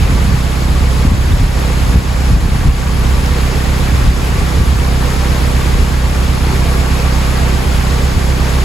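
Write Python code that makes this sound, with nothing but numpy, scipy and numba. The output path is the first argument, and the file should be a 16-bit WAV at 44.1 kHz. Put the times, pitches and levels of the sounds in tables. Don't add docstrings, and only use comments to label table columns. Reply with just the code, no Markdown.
import sys
import numpy as np
from scipy import signal
from scipy.fft import rfft, irfft
from scipy.io import wavfile
from scipy.ndimage import uniform_filter1d
from numba import njit

SR = 44100
rng = np.random.default_rng(int(sys.argv[2]) if len(sys.argv) > 2 else 0)


def dump_mix(stems):
    frames = np.atleast_2d(stems).T
    limited = np.clip(frames, -1, 1)
    pcm = np.round(limited * 32767).astype(np.int16)
    wavfile.write(sys.argv[1], SR, pcm)


N = 381024


def undb(db):
    return 10 ** (np.asarray(db) / 20)


def level(x, db):
    return x * undb(db) / np.sqrt(np.mean(x ** 2))


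def times():
    return np.arange(N) / SR


def bins():
    return np.maximum(np.arange(N // 2 + 1) * SR / N, 1)


def noise():
    return rng.standard_normal(N)


def filtered(x, response):
    return irfft(rfft(x) * response, N)


def over_hz(rows):
    hz, *columns = np.transpose(rows)
    return np.squeeze([np.interp(np.log(bins()), np.log(hz), column) for column in columns])


def causal(db):
    cepstrum = irfft(np.log(undb(db)), N)
    cepstrum[1:N // 2] *= 2
    cepstrum[N // 2 + 1:] = 0
    return np.exp(rfft(cepstrum))


def resonance(hz, width_hz):
    return 1 / (1 + 1j * (bins() ** 2 - hz ** 2) / (bins() * width_hz))


def pan(db):
    return undb(np.array([[1], [-1]]) * db / 2)


def walk(rate_hz):
    slow = np.exp(-(bins() / rate_hz) ** 2)
    slow[0] = 0
    return level(filtered(noise(), slow), 0)


def clicks(at, size):
    return np.bincount((at * SR).astype(int) % N, size, N)


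def hump(at, length):
    return np.exp(-(2 * (times() - at) / length) ** 2)


@njit
def ring(starts, hz, size, cycles, glide):
    out = np.zeros(N)
    for k in range(len(starts)):
        length = int(cycles[k] / hz[k] * SR)
        phase = 0.
        for i in range(min(length, N - starts[k])):
            age = i / length
            phase += 2 * np.pi * hz[k] * (1 + glide * age) / SR
            fade = np.exp(-5 * age) * min(age * 20, 1.)
            out[starts[k] + i] += size[k] * np.sin(phase) * fade
    return out


def bubbles(count=26000, low_hz=280, high_hz=5500, size_db=1.5, cycles=38, glide=0.089):
    when, pitch, chance, life = rng.random((count, 4)).T
    hz = low_hz * (high_hz / low_hz) ** pitch
    size = hz * undb(-size_db * np.log(np.maximum(chance, 1 / 100)))
    starts = (when * N).astype(np.int64)
    sound = ring(starts, hz, size, cycles * (.5 + life), float(glide))
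    return level(sound, 0) * np.sqrt(2 * high_hz / SR)


def clumps(count=420, centre_hz=1800, width_hz=1700, size_db=2.0, decay_s=.012):
    when, chance = rng.random((count, 2)).T
    size = undb(-size_db * np.log(np.maximum(chance, 1 / 50)))
    hits = clicks(when * N / SR, size ** 2)
    power = signal.lfilter([1], [1, -np.exp(-1 / (decay_s * SR))], hits)
    sound = filtered(noise() * np.sqrt(power), resonance(centre_hz, width_hz) ** 2)
    return level(sound, 0) * np.sqrt(2 * width_hz / SR)


def splash(flicker_db=0.78, flicker_hz=16, count=14, bubble_db=-2.5, clump_db=-6):
    centres = np.geomspace(150, 15000, count)
    spray = 0
    for share in np.eye(count):
        band = np.sqrt(np.interp(np.log(bins()), np.log(centres), share))
        spray = spray + filtered(noise(), band) * undb(flicker_db * walk(flicker_hz))
    return spray + undb(bubble_db) * bubbles() + undb(clump_db) * clumps()


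def flow():
    # time in seconds, level in dB.
    surges = [(0.1, -0.4), (.45, -1.4), (1.0, -.9), (1.35, -.1), (1.9, 0.46), (2.4, -0.2), (3.0, 0.25),
              (3.55, .5), (4.0, 0.2), (4.4, 1.1), (4.6, -0.4), (5.15, 0.75), (5.65, 0.4), (5.9, -0.6),
              (6.3, 0.16), (7.3, 0.76), (7.9, 0.5), (8.2, -0.1), (8.6, .5)]
    return np.interp(times(), *np.transpose(surges))


def water(bounce=0.17, flutter_hz=2800, surge_db=0.3, surge_hz=12, lag_s=0.00024, lag_from_hz=6950):
    # frequency in Hz, relative level in dB per Hz.
    fall_colour = [(120, -6), (200, -4.5), (270, -4), (320, -1.5), (400, -3), (510, -3.3), (620, -7),
                   (780, -4.7), (950, -6.8), (1290, -9.6), (1600, -10), (2300, -12.4), (3200, -15.6),
                   (4800, -17), (6000, -19), (7200, -18.5), (11500, -21.3), (15000, -32.5)]
    # frequency in Hz, likeness from 0 to 1
    # (held to .97 at most below), left minus right in dB.
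    port_rows = [(120, 0.8, 14), (300, 0.58, -1), (500, 0.35, -3.5), (720, 0.05, 1.5), (1050, 0.29, -1.5),
                 (1790, 0.14, -0.5), (2530, 0.37, 2.5), (4600, 0.47, 1.5), (5500, 0.04, 3), (6500, 1, 1),
                 (7400, 1, 0.5), (10200, 1, -0.3)]
    # frequency in Hz, width in Hz, level against the direct sound in dB.
    hollow_rows = [(1140, 45, -3.5), (2330, 150, -20)]
    water_db = -20.5
    crossing_s = .01031

    likeness, pan_db = over_hz(port_rows)
    likeness = np.clip(likeness, 0, .97)
    mid = rfft(splash()) * np.sqrt(1 + likeness)
    side = rfft(splash()) * np.sqrt(1 - likeness)
    hollow = 1 + sum(undb(db) * resonance(hz, width) for hz, width, db in hollow_rows)
    echo = bounce * np.exp(-2j * np.pi * bins() * crossing_s) / (1 + (bins() / flutter_hz) ** 4)
    low_cut = 1 / np.sqrt(1 + (45 / bins()) ** 6)
    colour = undb(over_hz(fall_colour)) * low_cut / (1 - echo)
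    ports = np.array([mid * hollow + side, mid * hollow - side]) * pan(pan_db) * colour
    ports[0] *= np.exp(-2j * np.pi * np.maximum(bins() - lag_from_hz, 0) * lag_s)
    surge = undb(flow() + surge_db * walk(surge_hz))
    return level(irfft(ports, N), water_db) * surge


def gurgles(count=14, spread_octaves=0.13, cycles=26, glide=.12, pan_db=5):
    # time in seconds, level in dB, length in seconds, middle pitch in Hz.
    gulp_rows = [(0.933, -31, .07, 505), (1.672, -29.5, .2, 460), (3.57, -27, 0.078, 403),
                 (4.421, -29, .06, 416), (4.56, -29, 0.057, 440), (5.798, -27.5, .08, 420),
                 (6.521, -26, .09, 385), (8.001, -31, 0.084, 430), (8.289, -30, 0.09, 495),
                 (8.5, -31, 0.063, 450)]
    out = np.zeros((2, N))
    for at, db, length, hz in gulp_rows:
        when, pitch, place = rng.uniform(-1, 1, (3, count))
        starts = (np.maximum(at + length * (when - .5) / 2, 0) * SR).astype(np.int64)
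        pitches = hz * 2 ** (spread_octaves * pitch)
        lives = np.full(count, float(cycles))
        gulp = np.array([ring(starts, pitches, size, lives, float(glide)) for size in pan(pan_db * place)])
        out += gulp * undb(db) * np.sqrt(2 * length * SR / np.sum(gulp ** 2))
    return out


def slap(at_s=3.2605, hz=5100, width_hz=1500, decay_s=.002, peak_db=-15.5):
    age = times() - at_s
    burst = noise() * (age > 0) * np.exp(-np.abs(age) / decay_s)
    tick = filtered(burst, resonance(hz, width_hz) ** 2)
    return undb(peak_db) * tick / np.abs(tick).max()


def engine(first_s=.093, jitter_s=.00008, scatter_db=0.73, boom_pan_db=-5.0, boom_late_s=.092):
    # frequency in Hz, relative gain in dB.
    exhaust_rows = [(20, -30.5), (32, -2), (64, 2.03), (97, -15), (129, -4), (161, -8), (193, -11),
                    (225, -18.5), (257, -15.5), (290, -27.5), (500, -36), (900, -48), (2500, -64),
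                    (20000, -130)]
    # frequency in Hz, left minus right in dB.
    exhaust_pan = [(32, -2.5), (64, -4), (97, 7), (129, 1.5), (161, -.5), (193, -4), (225, -9), (257, -4.5),
                   (500, 2)]
    strengths_db = [0.98, -0.44, -0.06, -1.6]
    # frequency in Hz, width of a single pass in Hz, relative level in dB.
    hull_rows = [(66, 29, 0), (152, 30, -15), (203, 22, -11), (237, 22, -16)]
    firing_hz = 32.15
    hunt_s, hunt_hz = .00012, 1.2
    exhaust_db, boom_db = -12.5, -17.8

    firing = np.arange(int(N / SR * firing_hz))
    cylinder = firing % len(strengths_db)
    chance = rng.standard_normal((len(firing), 2))
    at = first_s + firing / firing_hz + jitter_s * chance[:, 0]
    at = at + hunt_s * np.interp(at, times(), walk(hunt_hz))
    size = undb(np.array(strengths_db)[cylinder] + scatter_db * chance[:, 1])
    exhaust = filtered(-clicks(at, size), causal(over_hz(exhaust_rows)) * pan(over_hz(exhaust_pan)))
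    shake = clicks(at + boom_late_s, size * (cylinder == 0))
    hull = sum(undb(db) * resonance(hz, width) ** 2 for hz, width, db in hull_rows)
    boom = filtered(shake, hull * pan(boom_pan_db))
    return level(exhaust, exhaust_db) + level(boom, boom_db)


def eddies(colour, even_s):
    x = filtered(noise(), undb(over_hz(colour)))
    envelope = np.abs(signal.hilbert(x))
    return x / np.sqrt(uniform_filter1d(envelope ** 2, int(even_s * SR)) / 2)


def wind(side_db=-14):
    # middle in seconds, level in dB, length in seconds,
    # level of the fine eddies against the gust in dB.
    gust_rows = [(.11, -16, .06, -13), (.29, -14, .1, -10), (1.078, -6.5, .03, -15), (1.135, -5, .04, -22),
                 (1.335, -6.5, .05, -24), (1.43, -6.3, .05, -22), (1.895, -8, .045, -24),
                 (1.972, -4.5, .036, -14), (2.355, -6, .09, -15), (2.55, -10, .08, -13),
                 (2.46, -11, .07, -14), (2.68, -3, .042, -28), (3.14, -11, .04, -22), (3.96, -13, .06, -24),
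                 (4.078, -6, .055, -12), (4.38, -13, .14, -22), (4.61, -8.5, .04, -26),
                 (4.72, -12, .06, -26), (5.755, -8, .03, -16), (5.82, -10, .03, -24),
                 (8.165, -8.5, .04, -24)]
    # frequency in Hz, relative level in dB per Hz.
    buffet_colour = [(18, -36), (30, -8), (42, 0), (58, 0), (78, -2.5), (100, -9), (170, -19), (260, -30),
                     (500, -48), (1500, -80), (20000, -170)]
    # frequency in Hz, relative level in dB per Hz.
    fine_colour = [(40, -30), (80, -2), (110, 0), (180, -1), (260, -7), (340, -18), (550, -33), (1500, -65),
                   (20000, -160)]
    draught_db, fall_db_per_s = -21, 0.55
    puff_db, puff_hz = 3.5, 1.9
    stir_db, stir_s = -15.5, 0.66

    power = undb(draught_db - fall_db_per_s * times() + puff_db * walk(puff_hz)) ** 2
    fine_power = 0
    for at, db, length, fine_db in gust_rows:
        gust = undb(db) ** 2 * hump(at, length)
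        stir = undb(db + stir_db) ** 2 * hump(at, stir_s)
        power = power + gust + stir
        fine_power = fine_power + gust * undb(fine_db) ** 2
    mid = eddies(buffet_colour, even_s=.025)
    side = eddies(buffet_colour, even_s=.025) * undb(side_db) * np.array([[1], [-1]])
    fine = eddies(fine_colour, even_s=.025)
    return np.sqrt(power) * (mid + side) + np.sqrt(fine_power) * fine


def thuds(cycles=1.4):
    # middle in seconds, highest level of the swell in dB, pitch in Hz.
    thud_rows = [(.098, -7, 210), (.211, -9, 200), (.293, -7, 140), (.347, -5, 115), (1.053, -1, 195),
                 (1.119, -1.5, 175), (1.408, -10, 200), (1.944, -5, 150), (1.960, -1, 190),
                 (2.333, -4, 125), (2.374, -9, 230), (2.557, -7, 210), (2.673, -9, 170)]
    out = 0
    for at, db, hz in thud_rows:
        swell = undb(db) * hump(at, cycles / hz)
        out = out + swell * np.cos(2 * np.pi * (hz * (times() - at) + rng.random()))
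    return out


def scene():
    return water() + gurgles() + slap() + engine() + wind() + thuds()


@njit
def hold_peaks(x, ceiling, fall):
    out = np.empty(len(x))
    held = ceiling
    for i in range(len(x)):
        held = max(x[i], ceiling + (held - ceiling) * fall)
        out[i] = held
    return out


def duck(envelope, ceiling, release_s):
    return ceiling / hold_peaks(envelope, float(ceiling), np.exp(-1 / (release_s * SR)))


def record(dry, threshold_db=-9, charge_s=.09, release_s=0.25, top_hz=15600):
    keep = np.exp(-1 / (charge_s * SR))
    loudness = np.sqrt(signal.lfilter([1 - keep], [1, -keep], np.mean(dry ** 2, axis=0)))
    steady = dry * duck(loudness, undb(threshold_db), release_s)
    rounded = steady / (1 + steady ** 12) ** (1 / 12)
    top_cut = signal.ellip(10, .1, 80, top_hz, fs=SR, output="sos")
    return signal.sosfilt(top_cut, rounded)


dry = scene()
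out = record(dry)
dump_mix(out)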